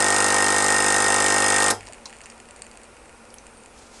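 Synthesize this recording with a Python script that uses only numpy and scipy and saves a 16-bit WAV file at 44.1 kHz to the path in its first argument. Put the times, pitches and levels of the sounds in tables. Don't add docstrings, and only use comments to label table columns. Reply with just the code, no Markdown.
import sys
import numpy as np
from scipy import signal
from scipy.io import wavfile

SR = 44100
rng = np.random.default_rng(int(sys.argv[2]) if len(sys.argv) > 2 else 0)


def master(y):
    cut = np.clip(np.atleast_2d(y).T, -1, 1)
    pcm = np.round(cut * 32767)
    wavfile.write(sys.argv[1], SR, pcm.astype(np.int16))


def amplitude_ratio(level_db):
    exponent = np.asarray(level_db, float) / 20
    return 10 ** exponent


N = 176400
T = np.arange(N) / SR
STROKE_HZ, FIRST_S, STOP_S = 50.035, .0032, 1.7215
JITTER_S, SCATTER_DB = .0001, .8
THROB = .38
ROOM_T60 = 0.18


def evened(x):
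    return x / np.sqrt(np.mean(x ** 2) + 1e-20)


def read(points, hz):
    f, value = np.transpose(points)
    return np.interp(np.log(hz + 1), np.log(f + 1), value)


def colour(x, points, peaks=()):
    hz = np.abs(np.fft.fftfreq(8192, 1 / SR))
    db = read(points, hz)
    db = db + sum(gain / (1 + (2 * (hz - f) / width) ** 2) for f, width, gain in peaks)
    minimum_phase = np.exp(np.conj(signal.hilbert(np.log(amplitude_ratio(db)))))
    taps = np.fft.ifft(minimum_phase).real[:4096]
    return signal.oaconvolve(x, taps)[:N]


def ring(modes, rise=0.0003):
    t = T[:3000]
    tones = sum(amplitude_ratio(db - 60 * t / t60) * np.sin(2 * np.pi * hz * t) for hz, db, t60 in modes)
    return np.minimum(t / rise, 1) * tones


def train(times, sizes):
    out = np.zeros(N)
    places = np.round(np.asarray(times) * SR).astype(int)
    np.add.at(out, np.clip(places, 0, N - 1), sizes)
    return out


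def struck(times, sizes, modes, rise=0.0003):
    return signal.oaconvolve(train(times, sizes), ring(modes, rise))[:N]


def fuzzy(hz, width):
    r = np.exp(-np.pi * width / SR)
    noise = rng.standard_normal(N) + 1j * rng.standard_normal(N)
    slow = signal.lfilter([1], [1, -2 * r, r * r], noise)
    return evened((slow * np.exp(2j * np.pi * hz * T)).real)


def after(s, t60):
    return (T >= s) * amplitude_ratio(-60 * np.maximum(T - s, 0) / t60)


def throb():
    return np.cos(2 * np.pi * STROKE_HZ * (T - FIRST_S - .0078))


def rattle(at, luck):
    # (delay [s], level [dB], time to die by 60 dB [s])
    blows = [
        (0, 2.5, 0.023),
        (.0045, -3.5, 0.0052),
        (.0112, -12, 0.01),
    ]
    # (frequency [Hz], level [dB per Hz])
    case = [(150, -61), (1500, -35), (2100, -10.5), (3000, -13), (6000, -13.5), (8470, -11), (11000, -16.5),
            (12500, -21.5)]
    # (frequency [Hz], width [Hz], gain [dB])
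    panels = [(2742, 72, 6), (3570, 220, 1), (6200, 590, 6), (7160, 1300, 1.5), (8290, 820, 8),
              (9380, 230, 5.5), ]
    t = T[:2000]
    gate = amplitude_ratio(-12.5) * (T < STOP_S)
    for k, (s, db, t60) in enumerate(blows):
        hits = train(at + s + JITTER_S * luck[:, k], amplitude_ratio(db + SCATTER_DB * luck[:, k + 3]))
        burst = amplitude_ratio(-60 * t / t60) * np.minimum(t / 0.00044, 1)
        gate = gate + signal.oaconvolve(hits, burst)[:N]
    return amplitude_ratio(-27) * evened(colour(gate * rng.standard_normal(N), case, panels))


def crack(at, luck):
    # (frequency [Hz], level [dB], time to die by 60 dB [s])
    crack_tones = [(8640, -0.5, 0.0079), (7100, -2, 0.01), (9650, -14, 0.0071)]
    out = np.zeros(N)
    for k, mode in enumerate(crack_tones):
        times = at + JITTER_S * (1 + luck[:, 0] + .5 * luck[:, 7 + k])
        out += struck(times, amplitude_ratio(SCATTER_DB * luck[:, 9 + k]), [mode])
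    return_times = at + .011 + 4 * JITTER_S * luck[:, 2]
    out += struck(return_times, amplitude_ratio(2.0 * luck[:, 5]), [(8550, -10, .014)], rise=.001)
    return amplitude_ratio(-31) * evened(out)


def knock(at, luck):
    # (frequency [Hz], level [dB], time to die by 60 dB [s])
    knock_tones = [(3124, -3, 0.015), (3590, -1.5, 0.022), (3880, -18, 0.0027), (2730, -5.5, 0.034)]
    return amplitude_ratio(-41.5) * evened(struck(at, amplitude_ratio(luck[:, 6]), knock_tones))


def roar():
    # (frequency [Hz], level [dB per Hz])
    body = [(60, -31), (170, -20.5), (300, -12.5), (800, -3), (1500, -4.5), (2200, -8), (3000, -24.5),
            (12000, -88)]
    # (frequency [Hz], width [Hz], gain [dB])
    body_peaks = [(750, 200, 1.8), (1320, 350, 1.8), (1855, 70, 6), (400, 300, 2)]
    shaking = (T < STOP_S) * (1 + THROB * throb())
    return amplitude_ratio(-30) * evened(colour(shaking * rng.standard_normal(N), body, body_peaks))


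def whistle():
    flow = (T < STOP_S) * (1 + .3 * throb()) + after(STOP_S, ROOM_T60)
    return amplitude_ratio(-38) * evened(fuzzy(5110, 380) * flow)


def lever():
    # (time [s], level [dB], time to die by 60 dB [s])
    switch = [
        (1.631, -15, 0.018),
        (1.706, -11, 0.04),
    ]
    bursts = sum(amplitude_ratio(db) * after(s, t60) for s, db, t60 in switch)
    return colour(bursts * rng.standard_normal(N), [(1500, -28), (4000, 3.5)])


def clatter(at):
    luck = rng.standard_normal((len(at), 12))
    return rattle(at, luck) + crack(at, luck) + knock(at, luck) + roar() + whistle() + lever()


def hum(at, slip):
    # (multiple of the stroke rate, level [dB])
    tones = [(1, -40), (2, -12), (3, -27), (4, -12.5), (5, -10), (6, -9.5), (7, -8), (8, -7), (9, -8.5),
             (10, -4.5), (11, -8), (12, -16.5), (13, -20), (14, -7), (15, -9.5), (16, -3), (17, -3.5),
             (18, -5.5), (19, -14), (20, -13), (21, -7), (22, -21), (23, -16), (24, -11), (25, -6.5),
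             (26, -7.5), (27, -11), (28, -9.5), (29, -11.5), (30, -22), (31, -8), (32, -10.5), (33, -27),
             (34, -25), (35, -28), (36, -11.5), (37, 4.5), (38, -14.5), (39, -18), (40, -17), (41, -18)]
    # (frequency [Hz], lag [s])
    lag = [(150, .0059), (200, -.0018), (300, .0022), (500, .0065), (550, .0125), (600, .0026),
           (1150, .003), (1200, .009), (1350, .015), (1450, .0105), (1850, .009)]
    # (frequency [Hz], phase wander [rad])
    loose = [(100, .05), (500, .12), (900, .2), (1400, .3), (1750, .5), (1850, .3), (2200, .8)]
    # (frequency [Hz], time to die by 60 dB [s])
    ring_out = [(100, 0.57), (180, 0.15), (360, .17), (700, 0.21), (1400, 0.13), (1850, 0.13), (2300, .2)]
    order, db = np.transpose(tones)
    back = 0.63 * np.clip(order / 12, 0, 1)
    phase = np.angle(1 + back * np.exp(-2j * np.pi * STROKE_HZ * order * .0088))
    phase -= 2 * np.pi * STROKE_HZ * np.cumsum(read(lag, order * STROKE_HZ))
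    steps, t = np.arange(0, 2.3, .005), T[:round(2.2 * SR)]
    late = np.interp(t, at + .006, slip)
    stopped = np.maximum(t - STOP_S, 0)
    smooth = np.exp(-2 * np.pi * 7 * .005)
    out = np.zeros(N)
    for k, g, p in zip(order, db, phase):
        hz, loudest = k * STROKE_HZ, g == db.max()
        pair = signal.filtfilt([1], [1, -smooth], rng.standard_normal((2, len(steps))))
        swell, wander = (read(loose, hz) * np.interp(t, steps, evened(v)) for v in pair)
        free = 2 * np.pi * STROKE_HZ * rng.uniform(-0.54, 0.46) * stopped * (k > 3)
        dying = np.maximum(t - STOP_S + .024 * loudest, 0)
        size = (1 + .2 * np.tanh(swell)) * amplitude_ratio(g - 60 * dying / read(ring_out, hz))
        size *= 1 + THROB * loudest * throb()[:len(t)]
        shifted = t - FIRST_S - late * (1 - .4 * loudest)
        out[:len(t)] += size * np.cos(2 * np.pi * hz * shifted + p + wander + free)
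    return amplitude_ratio(-26) * out


def ticks():
    # (time [s], level [dB], brightness [dB])
    tick_events = [(1.8078, -23.5, -5.5), (1.8305, -26, -10), (1.854, -36, 0.0), (1.8644, -38, 4),
                   (1.8707, -28, -4), (1.886, -28.5, -1.5), (1.924, -28, -2), (1.933, -27, 1),
                   (1.9445, -30, -5), (1.9826, -33, -17), (2.0685, -37, 4), (2.0765, -33, -4),
                   (2.088, -39, 3), (2.0958, -30, -3), (2.104, -31, -3), (2.1277, -24, -9),
                   (2.1354, -31, -6), (2.1415, -35, -5), (2.146, -37, -5), (2.153, -34, -6),
                   (2.1663, -38, 4), (2.1858, -34, 0.0), (2.206, -26, -11), (2.2149, -29.5, 0),
                   (2.2365, -41, 3), (2.2695, -33, -8), (2.318, -36, -8), (2.2578, -27.5, 1.5),
                   (2.264, -29, -7), (2.2996, -30, -1), (2.3213, -30, -10), (2.379, -38, 0.0),
                   (2.401, -29, -1.5), (2.4553, -34, -5),
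                   (2.4877, -31, -5), (2.5087, -30, 1), (2.562, -35.5, 4.5), (2.571, -41, 2),
                  (2.5925, -41, 5), (2.6202, -24, 4), (2.643, -41, 6), (2.648, -42, 6),
                  (2.6662, -29.5, -2.5), (2.7137, -34, 3), (2.7555, -36, -4), (2.722, -39, -6),
                  (2.739, -38, -8), (2.7728, -31.5, 0.5), (2.816, -39, -1), (2.834, -38, 5.5),
                  (2.842, -42, 6), (2.854, -38, -6), (2.9676, -31, -6), (3.057, -38, -2), (3.094, -33, -5),
                  (3.1275, -37.5, -5), (3.253, -37, -1), (3.3865, -42, 1), (3.467, -31, 0.0),
                  (3.457, -40, -2), (3.571, -41, 2), (3.6358, -35, -0.5), (3.6595, -34.5, 4)]
    # (frequency [Hz], level [dB], time to die by 60 dB [s])
    low_tones = [(1950, -5, .013), (2200, -4, .012), (2480, -3, .014), (2720, -6, .012)]
    # (frequency [Hz], level [dB], time to die by 60 dB [s])
    high_tones = [(4540, -3, 0.007), (5750, -10, 0.006), (7100, 1, 0.008), (8450, 3, 0.008),
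                  (9350, -3, 0.007)]
    out = np.zeros(N + 3000)
    for s, db, bright_db in tick_events:
        modes = np.array(low_tones + [(f, g + bright_db, d) for f, g, d in high_tones])
        modes[:, 0] *= rng.uniform(.98, 1.02, 9)
        modes[:, 1] += 1.5 * rng.standard_normal(9)
        tick = ring(modes[:4], rise=0.00065) + ring(modes[4:], rise=.0004)
        out[round(s * SR):][:3000] += amplitude_ratio(db - 4.5) * tick
    busy = (T > STOP_S) * np.exp(-(T - STOP_S) / .8)
    faint = (rng.random(N) < 60 * busy / SR) * rng.random(N)
    return out[:N] + amplitude_ratio(-46) * signal.oaconvolve(faint, ring(low_tones + high_tones))[:N]


def bumps():
    # (time [s], level [dB], frequency [Hz], time to die by 60 dB [s])
    thuds = [(1.879, -35, 900, 0.05), (1.879, -41, 5700, .03), (1.897, -41, 650, 0.05),
             (2.057, -36, 1000, 0.05), (3.303, -44, 5300, .03), (3.341, -42, 3000, .012),
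             (2.238, -40, 1100, 0.051), (2.0565, -30, 5700, 0.035), (2.057, -31, 4300, .035),
             (2.056, -37, 7800, .025), (2.236, -47, 6000, .12), (1.8695, -37.5, 4500, .02),
             (2.3, -42, 5300, .04), (3.341, -29.5, 10290, 0.012), (3.384, -35, 5800, 0.014)]
    return sum(amplitude_ratio(db) * after(s, t60) * fuzzy(hz, .35 * hz) for s, db, hz, t60 in thuds)


def pings():
    # (time [s], level [dB], frequency [Hz], time to die by 60 dB [s])
    tones = [
        (1.742, -49.5, 3220, .3),
        (1.704, -31, 3960, 0.055),
        (1.71, -46, 5900, .25),
        (1.72, -31, 720, .2),
    ]
    return sum(amplitude_ratio(db) * after(s, t60) * np.sqrt(2) * np.sin(2 * np.pi * hz * T) for s, db, hz, t60 in tones)


def whine():
    kick_s, hz = 2.832, 8122
    size = (T > kick_s) + 0.27 * (T > STOP_S) + amplitude_ratio(24) * after(kick_s, 0.03)
    return amplitude_ratio(-67) * size * (np.sqrt(2) * np.sin(2 * np.pi * hz * T) + 0.19 * fuzzy(hz, 12))


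def squeak():
    # (time [s], frequency [Hz], level [dB])
    path = [
        (3.49, 9000, -80),
        (3.51, 8900, -60),
        (3.565, 8850, -62),
        (3.58, 8800, -51),
        (3.61, 8900, -59),
        (3.66, 8850, -80),
    ]
    s, hz, db = np.transpose(path)
    size = amplitude_ratio(np.interp(T, s, db, -120, -120)) * (1 + .5 * fuzzy(40, 60))
    return size * np.sin(2 * np.pi * np.cumsum(np.interp(T, s, hz)) / SR)


def vent():
    # (time [s], level [dB])
    puff = [
        (3.72, -75),
        (3.77, -52.5),
        (3.85, -53.5),
        (3.89, -60),
        (3.95, -47),
        (4.0, -47),
    ]
    # (frequency [Hz], level [dB])
    hiss = [(300, -9), (1500, -7), (4500, 1.5), (7000, 2), (11000, -10.5)]
    s, db = np.transpose(puff)
    flutter_db = 2.0 * fuzzy(25, 30)
    return evened(colour(rng.standard_normal(N), hiss)) * amplitude_ratio(np.interp(T, s, db, -120) + flutter_db)


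def kitchen():
    # (frequency [Hz], level [dB per Hz])
    air = [(15, -9.5), (53, -4), (170, -15.5), (500, -6.5), (1400, -14.5), (3200, -26), (10000, -23),
           (12200, -35)]
    # (frequency [Hz], width [Hz], gain [dB])
    air_peaks = [(228.3, 31, 13.5), (48.3, 10, 6), (480, 19, 4.5), (578, 16, 4), (625, 43, -6),
                 (790, 20, 5.5), (944, 41, 3), (1400, 45, 5.5), (2520, 840, 7), (7100, 350, -2.5),
                 (8550, 1200, 1.5)]
    floor = evened(colour(rng.standard_normal(N), air, air_peaks))
    settle_db = 2.5 * np.exp(-np.maximum(T - STOP_S, 0) / 0.35)
    return amplitude_ratio(-47 + settle_db) * floor


def room(x):
    t = T[:SR // 2]
    tail = rng.standard_normal(len(t)) * amplitude_ratio(-60 * t / ROOM_T60) * (t > .003)
    tail = signal.lfilter([1], [1, -.3], tail)
    return signal.fftconvolve(x, tail / np.linalg.norm(tail))[:N]


def scene():
    at = np.arange(FIRST_S, STOP_S - .005, 1 / STROKE_HZ)
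    slip = .00011 * rng.standard_normal(len(at))
    pump = clatter(at + slip)
    small = ticks() + bumps() + pings() + whine() + squeak()
    echo = room(amplitude_ratio(-11.5) * pump + amplitude_ratio(-12.5) * small)
    return (hum(at, slip) + pump + small + echo + vent() + kitchen())[None]


def roll_off(x):
    return signal.sosfilt(signal.butter(12, 12810, fs=SR, output="sos"), x)


def record(dry):
    # (frequency [Hz], level [dB])
    treble_edge = [(11000, -1.5), (12200, -19), (12800, -37), (13600, -55)]
    mix = colour(dry[0], treble_edge)[None]
    return roll_off(mix)


dry = scene()
out = record(dry)
master(out)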